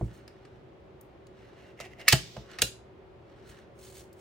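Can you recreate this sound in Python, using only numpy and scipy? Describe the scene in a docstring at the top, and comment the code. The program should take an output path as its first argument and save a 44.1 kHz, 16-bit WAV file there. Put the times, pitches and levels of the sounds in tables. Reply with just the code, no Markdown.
"""A heavy hand stapler on a thick cardboard tube on a desk: blows and clicks of steel, each noise plus frame modes.
The lever scrapes in stick-slip jerks, the spring trips and rattles, the driver slams a staple into the tube,
and half a second later the lever latches back as a pawl chatters. Damped modes make the tube and desk knock.
Rough noise makes the hand rubs, mostly a palm sliding on the cardboard at the end.
Behind them a fan hums as coloured noise and wavering tones, in a small room with a diffuse tail."""
import sys
import numpy as np
from scipy import signal
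from scipy.fft import rfft, irfft, next_fast_len
from scipy.io import wavfile
from scipy.ndimage import map_coordinates

SR = 44100
rng = np.random.default_rng(int(sys.argv[2]) if len(sys.argv) > 2 else 0)


def generate_wav(signal):
    """Clip the signal to [-1, 1] and save it as 16-bit WAV at the path in sys.argv[1]."""
    frames = np.transpose(np.atleast_2d(signal))
    scaled = np.clip(frames, -1, 1) * 32767
    pcm = np.round(scaled).astype(np.int16)
    wavfile.write(sys.argv[1], SR, pcm)


N = 185245

TOP_HZ = 16050  # band limit
# the spring lets go, the driver lands, the hand eases off, the pawl drops home (s)
TRIP, STRIKE, EASE, LATCH = 2.0802, 2.125, 2.412, 2.6186

# Fan air colour: f/Hz, relative level/dB per Hz
FAN_AIR = [(15, -49.5), (25, -29), (59, -3), (92, -6.5), (114, -5), (277, -12.5), (384, -3.5), (416, -7.5),
           (545, -12), (591, -10.5), (988, -18.5), (1700, -25.5), (2110, -26.5), (3160, -31.5), (9000, -54),
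           (13000, -59), (16000, -55.5)]
# Fan tones: f/Hz, mean level/dB
FAN_TONES = [(119, -65.5), (210, -76), (339, -71.5), (378, -63.5), (554, -70)]
# Left-right likeness of close sounds: f/Hz, correlation
NEAR = [(200, 1), (1800, 0.61), (2700, 0.86), (4500, 0.64), (8000, 0.74), (15000, 0.35)]
# Left-right likeness of surrounding sounds: f/Hz, correlation
FAR = [(30, 1), (120, 0.68), (300, .88), (600, 0.12), (1200, 0.13), (3000, 0.12), (15000, 0.1)]
# Stereo balance of the desk sounds: f/Hz, left minus right/dB
PAN = [(150, 0), (500, -3), (1500, -0.1), (2800, -4), (4500, -2), (8000, 0.4), (15000, -0.1)]
# Decay of the room: f/Hz, t60/s
ROOM_DECAY = [(100, 0.48), (700, 0.24), (2000, 0.27), (5000, .31), (10000, 0.26), (16000, 0.17)]

# Palm on cardboard, colour: f/Hz, relative level/dB per Hz
SKIN = [(600, -14), (1600, -3.5), (3300, -5), (4400, -0.5), (5200, -4.5), (7000, -3), (9000, -4.5),
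        (10000, -7.5), (13000, -11.5), (16000, -3)]
# Palm slides: t/s, length/s, level/dB
BRUSHES = [ (0.0, 0.071, -65.5), (0.15, .005, -62), (3.47, .008, -69.5), (3.497, 0.005, -58),
           (3.575, .02, -74), (3.795, 0.21, -60), (3.83, 0.057, -58.5), (3.955, 0.037, -56.5),
           (4.195, 0.0047, -61)]
# Hand on the handle, colour: f/Hz, relative level/dB per Hz
GRIP = [(600, -9.5), (1200, -0.5), (1700, 5), (2300, -3.5), (4200, -7.5), (6000, -13), (8000, -23),
        (16000, -33)]
# Grip shifts on the handle: t/s, length/s, level/dB
SHIFTS = [ (0.1, 0.1, -64.5), (0.3, 0.26, -71.5), (1.38, 0.31, -65.5), (2.51, 0.037, -52.5),
          (3.3, 0.16, -68), (3.5, 0.1, -61.5)]
# Lever scrape colour: f/Hz, relative level/dB per Hz
LEVER_SCRAPE = [(450, -21.5), (700, 7.5), (950, -15.5), (1500, -9.5), (2000, 6), (2400, -4), (2750, 2.5),
                (3400, -11.5), (4400, -17), (6000, -16), (10000, -28), (16000, -28)]
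# Lever slips, in jerks going down and once coming up: t/s, length/s, level/dB
SLIPS = [ (1.41, 0.08, -68.5), (1.58, 0.14, -62.5), (1.785, .012, -56.5), (1.812, 0.0067, -46.5),
         (1.845, 0.018, -49), (1.915, 0.02, -55.5), (1.996, 0.026, -47.5), (2.074, .005, -43),
         (2.605, 0.011, -45.5)]

# Blows through the tube into the desk; the tube rings higher the harder it is pressed: t/s, tube level/dB,
# tube pitch/ratio, desk level/dB, desk lag/s, desk swell/s, desk ring length/ratio, contact time/ms
KNOCKS = [ (0.011, -20.5, .6, -23, 0.0081, 0.0052, 1.1, 1.28),
          (0.521, -49.5, .59, -49, 0.0024, .003, 1, 2.7), (1.8019, -31, 1.06, -50, 0.0044, .002, 1, 0.6),
          (1.997, -44, 1.03, -60, 0.0027, .002, 0.63, 0.51),
          (2.081, -32, 0.93, -38, 0.0022, .001, .6, 0.26),
          (2.1285, -11.5, 1.014, -12, .003, 0.0012, 0.57, 0.39),
          (2.366, -29, 1.06, -31, .005, 0.0088, .85, 0.35),
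          (2.589, -39.5, .84, -46, .0048, .002, 0.91, 0.62),
          (2.6242, -24, .84, -32, 0.0058, .002, 0.99, 0.8), (3.155, -58, .6, -46, .002, .002, .7, 3.8),
          (3.490, -48, .7, -45, .003, 0.0039, 1.14, 1.74)]
# Cardboard tube modes before the pitch ratio: f/Hz, relative level/dB, t60/s
TUBE_MODES = [(345, -19, .07), (459.4, -17, .05), (560.6, -8.5, 0.042), (632, -8.5, .1), (639, 2, .022),
              (727, -7.5, .03), (830, -12.5, .06), (1201, -13, 0.011)]
# Desk modes before leaning alters them: f/Hz, relative level/dB, t60/s
DESK_MODES = [(57.6, -6.5, .25), (117.5, -0.5, .18), (150, -7, 0.091), (197, -7, .13), (320, -16.5, 0.18),
              (404.8, -21, .11)]
# Dull crunch of cardboard, colour: f/Hz, relative level/dB per Hz
BOARD = [(60, -23.5), (130, -7.5), (330, -5.5), (450, -5), (640, -2), (800, -4.5), (1050, -11),
         (1400, -11.5), (3000, -26.5), (8000, -53.5)]
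# Shudder of the desk top, colour: f/Hz, relative level/dB per Hz
THUD = [(20, -56), (50, -18), (100, -2), (150, 1), (260, -5), (400, -14), (1500, -47.5), (6000, -88)]

# Drive spring modes, jolted as the driver lands: f/Hz, relative level/dB, t60/s
SPRING_MODES = [(2170, 3, 0.083), (2720, 0.5, 0.14), (2870, 0.5, 0.1), (2860, -0.5, 0.11), (3060, 1, 0.15),
                (3620, -7, .2), (4450, 1.5, 0.17), (5020, 0.5, 0.13), (7124, -4, .17), (7838, -5, .14),
                (9090, -3, .12)]
# Rattling coils, colour: f/Hz, relative level/dB per Hz
COILS = [(900, -24), (1400, -9), (2200, 0.5), (2700, -1.5), (3400, 3), (4500, -0.5), (6000, -3),
         (8000, -12.5), (10000, -24.5), (15600, -20.5), (17000, -43.5)]
# Modes of the pawl that catches the returning driver: f/Hz, relative level/dB, t60/s
PAWL_MODES = [(1510, 0, 0.034), (1860, 1.5, 0.044), (2480, -4.5, 0.058), (2800, 0, .06), (3460, -11.5, .13),
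              (3970, 1.5, 0.07), (4060, -10.5, .11), (5480, -1.5, .045), (6780, -17, .08),
              (7625, -16.5, .13), (8690, -8, .05), (10745, -14, .1)]
# Pawl landing and chatter: t/s, ring level/dB, tick level/dB, loss of low modes/dB per octave below the knee
PAWL_TOUCHES = [(2.6185, -25, -22.5, -0.5), (2.636, -33.5, -37, 12), (2.644, -37, -35.5, 15),
                (2.668, -53, -41.5, 10)]

# Steel frame modes: f/Hz, relative level/dB, t60/s
FRAME_MODES = [(1264, -6.5, .05), (1753, 1.5, .035), (1903, -1.5, .04), (2242, 2.5, 0.05),
               (2603, -5.5, .12), (2780, -13, 0.1), (4320, -5, .1), (5100, -9.5, 0.11), (5350, -10, 0.12),
               (6597, -10.5, .08), (7305, -14.5, .07), (8170, -6.5, 0.024), (8890, -6.5, 0.055),
               (15246, -19, .11)]
# Crack of steel, colour: f/Hz, relative level/dB per Hz
CRACK = [(300, -27), (950, -20.5), (1250, -1.5), (1450, -6), (1800, -1), (2200, -3), (2800, -1),
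         (3350, -2.5), (4300, -0.5), (5900, -4.5), (8800, -5.5), (10500, -12), (15600, -11.5), (17000, -38)]
# Clack of the returning lever, colour: f/Hz, relative level/dB per Hz
CLACK = [(300, -26), (1000, -16.5), (1450, 0), (2100, -3.5), (2800, 3.5), (3200, -4), (4100, 0),
         (5500, -3.5), (5850, -9), (6400, -5.5), (10500, -5.5), (12000, -11), (15600, -8.5), (17000, -33.5)]
# Heavy steel blows: t/s, colour, level/dB, brightness/dB per octave, ring/dB re level,
# rebound/dB re level, rebound brightness/dB per octave
BLOWS = [ (TRIP, CRACK, -11, -2.5, -4.5, 3.1, 3.7), (STRIKE, CRACK, -8, -.5, -19.5, -1.9, -3.5),
         (LATCH, CLACK, -10.5, 0.87, -32, -10.5, 0)]
# Light clicks of loose steel parts: t/s, level/dB, brightness/dB per octave, t60/s
CLICKS = [ (0.278, -40, -2, 0.02), (0.451, -49.5, -8, 0.034), (1.011, -44, 15.5, .018),
          (1.268, -52.5, -2, 0.024), (1.8006, -37, -3.5, 0.042), (1.8076, -36, -3, 0.026),
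          (1.812, -41, -4, 0.03), (1.849, -46, -5, .03), (1.9955, -36, -8.5, 0.0051),
          (2.013, -44, -5.5, .014), (2.153, -33, -2.5, 0.02), (2.168, -39, -1, .025),
          (2.186, -44, -2.5, .025), (2.366, -42, -5.5, 0.031), (2.514, -43.5, -2, 0.018),
          (2.586, -31, -5.5, 0.055), (4.128, -53, 9, 0.039)]


def amp(db):
    """Decibels to gain."""
    return 10 ** (np.asarray(db) / 20)


def unit(x):
    """Scale to rms 1."""
    return x / np.sqrt(np.mean(x ** 2) + 1e-20)


def along(points, hz):
    """(Hz, value) points read on a log frequency axis."""
    f, v = np.transpose(points)
    return np.interp(np.log(hz + 1), np.log(f + 1), v)


def clock(size=N):
    """Seconds for each sample."""
    return np.arange(size) / SR


def fade(t, t60):
    """Exponential decay, 60 dB in t60."""
    return np.exp(-np.log(1000) * t / t60)


def wobble(rate):
    """A smooth random curve, rate knots a second."""
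    knots = rng.standard_normal(int(N * rate / SR) + 4)
    return map_coordinates(knots, [clock() * rate])


def filtered(x, response):
    """Shape the spectrum of x by a response of frequency."""
    size = x.shape[-1]
    m = next_fast_len(size + 8192)
    return irfft(rfft(x, m) * response(np.fft.rfftfreq(m, 1 / SR)), m)[..., :size]


def noise(spectrum, alike, size=N, tilt_db=0, ripple_db=0, spacing=70):
    """Stereo noise of rms 1 with a given colour and likeness; a fresh random ripple makes its spectrum uneven."""
    knots = rng.standard_normal(1024)  # one every `spacing` Hz

    def colour(hz):
        ripple = ripple_db * np.interp(hz / spacing, np.arange(len(knots)), knots) * np.clip(hz / 4000, 0, 1)
        tilt = tilt_db * np.log2(np.maximum(hz, 800))  # dB per octave, above 800 Hz
        return amp(along(spectrum, hz) + ripple + tilt)

    def mid_side(hz):
        turn = np.arccos(np.clip(along(alike, hz), -1, 1)) / 2
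        return colour(hz) * [np.cos(turn), np.sin(turn)]

    mid, side = filtered(rng.standard_normal((2, size)), mid_side)
    return unit(np.array([mid + side, mid - side]))


def ring(modes, scatter_db, spread, size=SR // 2, together_hz=2000):
    """Damped modes with scattered strengths; only the high ones reach the two ears out of step."""
    t, out = clock(size), np.zeros((2, size))
    for k, (hz, db, t60) in enumerate(modes):
        chance = rng.standard_normal(3)
        phase = spread * max(hz - together_hz, 0) / TOP_HZ * chance[1:, None]
        strength = (-1) ** k * amp(db + scatter_db * chance[0])
        out += strength * fade(t, t60) * np.sin(2 * np.pi * hz * t + phase)
    return out


def add(track, s, sound):
    """Mix a sound into a track at time s."""
    part = track[:, max(round(s * SR), 0):][:, :sound.shape[-1]]
    part += sound[..., :part.shape[-1]]


def rubs(rows, rise_db_per_s, fall_db_per_s):
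    """Gain of rubbing strokes: each swells ahead of its start, holds for its length and dies away."""
    t, gain = clock(), 0
    for s, length, db in rows:
        swell = rise_db_per_s * np.maximum(s - t, 0)
        decay = fall_db_per_s * np.maximum(t - s - length, 0)
        gain = gain + amp(db - swell - decay)
    return gain


def fan(air_db=-53.5, waver=1.0):
    """Steady air noise with a few tones that waver in level and phase."""
    t, tones = clock(), 0
    for hz, db in FAN_TONES:
        level = np.sqrt(2) * amp(db + 2.5 * wobble(5.4))
        tones = tones + level * np.sin(2 * np.pi * hz * t + waver * wobble(11))
    return amp(air_db) * noise(FAN_AIR, FAR) + tones


def room(x, delay=0.0039, build=0.0018):
    """Near walls answer after a short delay (s) with a diffuse tail whose decay depends on frequency."""
    white = noise([(20, 0), (20000, 0)], FAR, size=SR // 2)
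    hz, t, z = signal.stft(white, SR, nperseg=256)
    tail = signal.istft(z * fade(t, along(ROOM_DECAY, hz)[:, None]), SR, nperseg=256)[1]
    tail = tail * np.clip((clock(tail.shape[1]) - delay) / build, 0, 1)
    return signal.fftconvolve(x, tail / np.linalg.norm(tail[0]), axes=1)[:, :N]


def knocks(crunch_db=-8.5, crunch_t60=0.055, shudder_db=-17, shudder_t60=0.23,
           pressed_db=15, pressed_hz=170, stiffen=.22):
    """The tube knocks hollowly, then the desk top swells into a thud; soft contacts excite only low modes.
    A desk that is leaned on rings shorter and higher and loses its bass."""
    out, t = np.zeros((2, N)), clock(SR // 2)
    for s, tube_db, pitch, desk_db, lag, swell, sustain, contact_ms in KNOCKS:
        # a longer push smooths away the treble
        u = clock(SR // 20) * 1e3 / max(contact_ms, .05)
        push = u * np.exp(-2 * np.pi * u)
        felt = lambda x: signal.fftconvolve(x, push[None] / push.sum(), axes=1)

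        tube = [(hz * pitch, db, t60) for hz, db, t60 in TUBE_MODES]
        crunch = amp(crunch_db) * fade(t, crunch_t60) * noise(BOARD, NEAR, size=len(t))
        add(out, s, amp(tube_db) * felt(crunch + ring(tube, scatter_db=.5, spread=0)))

        lean = 1 - sustain
        desk = []
        for hz, db, t60 in DESK_MODES:
            bass_db = pressed_db * lean * min(np.log2(hz / pressed_hz), 0)
            desk.append((hz * (1 + stiffen * lean), db + bass_db, t60 * sustain))
        shudder = amp(shudder_db) * fade(t, shudder_t60 * sustain) * noise(THUD, NEAR, size=len(t))
        onset = 1 - np.exp(-t / max(swell, 1 / SR))
        thud = onset * (shudder + ring(desk, scatter_db=1.5, spread=0))
        add(out, s + lag, amp(desk_db) * felt(thud))
    return out


def hands(palm_grain_db=2.0, grip_grain_db=2.0):
    """Friction noise with a random grain: the palm brushes the cardboard, the other hand shifts on the handle."""
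    palm = rubs(BRUSHES, rise_db_per_s=480, fall_db_per_s=292) * noise(SKIN, NEAR, ripple_db=4.0)
    grip = rubs(SHIFTS, rise_db_per_s=227.5, fall_db_per_s=199.5) * noise(GRIP, NEAR, ripple_db=4.0)
    palm_grain = unit(amp(palm_grain_db * wobble(200)))
    grip_grain = unit(amp(grip_grain_db * wobble(200)))
    return palm_grain * palm + grip_grain * grip


def lever(slips_per_s=380, scatter_db=2.0, slip_t60=0.016):
    """The lever sticks and slips on its pivot: a crackle of tiny, unevenly spaced jerks."""
    count = 4096  # enough to outlast the scene
    times = np.cumsum(rng.uniform(.3, 1.7, count)) / slips_per_s
    strengths = amp(scatter_db * rng.standard_normal(count))
    jerks = np.bincount((times * SR).astype(int), strengths, N)[:N]
    crackle = unit(signal.fftconvolve(jerks, fade(clock(SR // 10), slip_t60))[:N])
    strokes = rubs(SLIPS, rise_db_per_s=949, fall_db_per_s=751.5)
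    return strokes * crackle * noise(LEVER_SCRAPE, NEAR, ripple_db=2.5)


def spring(buzz_db=-30.5, buzz_t60=0.14, rattle_db=2.0, ring_db=-34,
           sing_db=-46, sing_t60=1.6, damped_t60=0.33):
    """The coils rattle until the driver lands, ring with the jolt, then sing on faintly; the easing hand damps them."""
    t = clock()
    since = lambda s: np.maximum(t - s, 0)
    rattle = unit(amp(rattle_db * wobble(260)))
    buzz = amp(buzz_db) * fade(since(STRIKE), buzz_t60) * rattle
    buzz = buzz * noise(COILS, NEAR, ripple_db=1.5, spacing=43)
    sing = amp(sing_db) * fade(since(TRIP), sing_t60) * fade(since(EASE), damped_t60)
    sing = sing * noise(COILS, FAR, tilt_db=2.0, ripple_db=2.0)
    out = (t > TRIP) * (buzz + sing)
    add(out, STRIKE, amp(ring_db) * ring(SPRING_MODES, scatter_db=1.0, spread=4.0))
    return out


def pawl(rise=.0006, spread=4.0, tick_t60=0.055, knee_hz=3900):
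    """The pawl drops home and chatters on its seat; each touch ticks and rings it anew."""
    out, t = np.zeros((2, N)), clock(SR // 2)
    attack = 1 - np.exp(-t / rise)
    for s, ring_db, tick_db, loss_db in PAWL_TOUCHES:
        modes = [(hz, db + loss_db * min(np.log2(hz / knee_hz), 0), t60) for hz, db, t60 in PAWL_MODES]
        tick = amp(tick_db) * fade(t, tick_t60) * noise(CLACK, NEAR, size=len(t), ripple_db=4.5)
        add(out, s, attack * (tick + amp(ring_db) * ring(modes, scatter_db=1.5, spread=spread)))
    return out


def contacts(blow_t60=.028, rebound_s=.0036, rebound_ring_db=-24.5,
             graze_s=.0035, graze_db=-18.5, graze_t60=0.017, click_ring_db=-23, ring_per_brightness=-0.9):
    """Touches of steel as (s, colour, dB, t60, brightness, ring dB): a blow grazes, hits, rebounds; a click is one."""
    for s, colour, db, tilt_db, ring_db, rebound_db, rebound_tilt_db in BLOWS:
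        yield s - graze_s, colour, db + graze_db, graze_t60, tilt_db, click_ring_db
        yield s, colour, db, blow_t60, tilt_db, ring_db
        yield s + rebound_s, colour, db + rebound_db, blow_t60, rebound_tilt_db, rebound_ring_db
    for s, db, tilt_db, t60 in CLICKS:
        # duller clicks ring the frame more
        yield s, CRACK, db, t60, tilt_db, click_ring_db + ring_per_brightness * tilt_db


def steel(rise=0.00073, spread=5.5):
    """Each contact is a dense crack plus the ring of the frame."""
    out, t = np.zeros((2, N)), clock(SR // 2)
    attack = 1 - np.exp(-t / rise)
    for s, colour, db, t60, tilt_db, ring_db in contacts():
        crack = noise(colour, NEAR, size=len(t), tilt_db=tilt_db, ripple_db=5.0) * fade(t, t60)
        frame = amp(ring_db) * ring(FRAME_MODES, scatter_db=0.0, spread=spread)
        add(out, s, amp(db) * attack * (crack + frame))
    return out


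def scene(wet_db=-11.5, lead=.000022, bass_hz=220):
    """The desk sounds reach the left microphone first, by lead (s); the room returns little bass; the fan runs on."""
    desk = knocks() + hands() + lever() + spring() + pawl() + steel()
    sides = np.array([[.5], [-.5]])  # left, right
    direct = filtered(desk, lambda hz: amp(sides * along(PAN, hz)) * np.exp(2j * np.pi * hz * lead * sides))
    walls = filtered(room(desk), lambda hz: hz / np.hypot(hz, bass_hz))
    return fan() + amp(wet_db) * walls + direct


def record(dry):
    """A 300 Hz wide slope centred on the band limit removes the treble above it."""
    return filtered(dry, lambda hz: np.clip((TOP_HZ - hz) / 300 + .5, 0, 1))


dry = scene()
out = record(dry)
generate_wav(out)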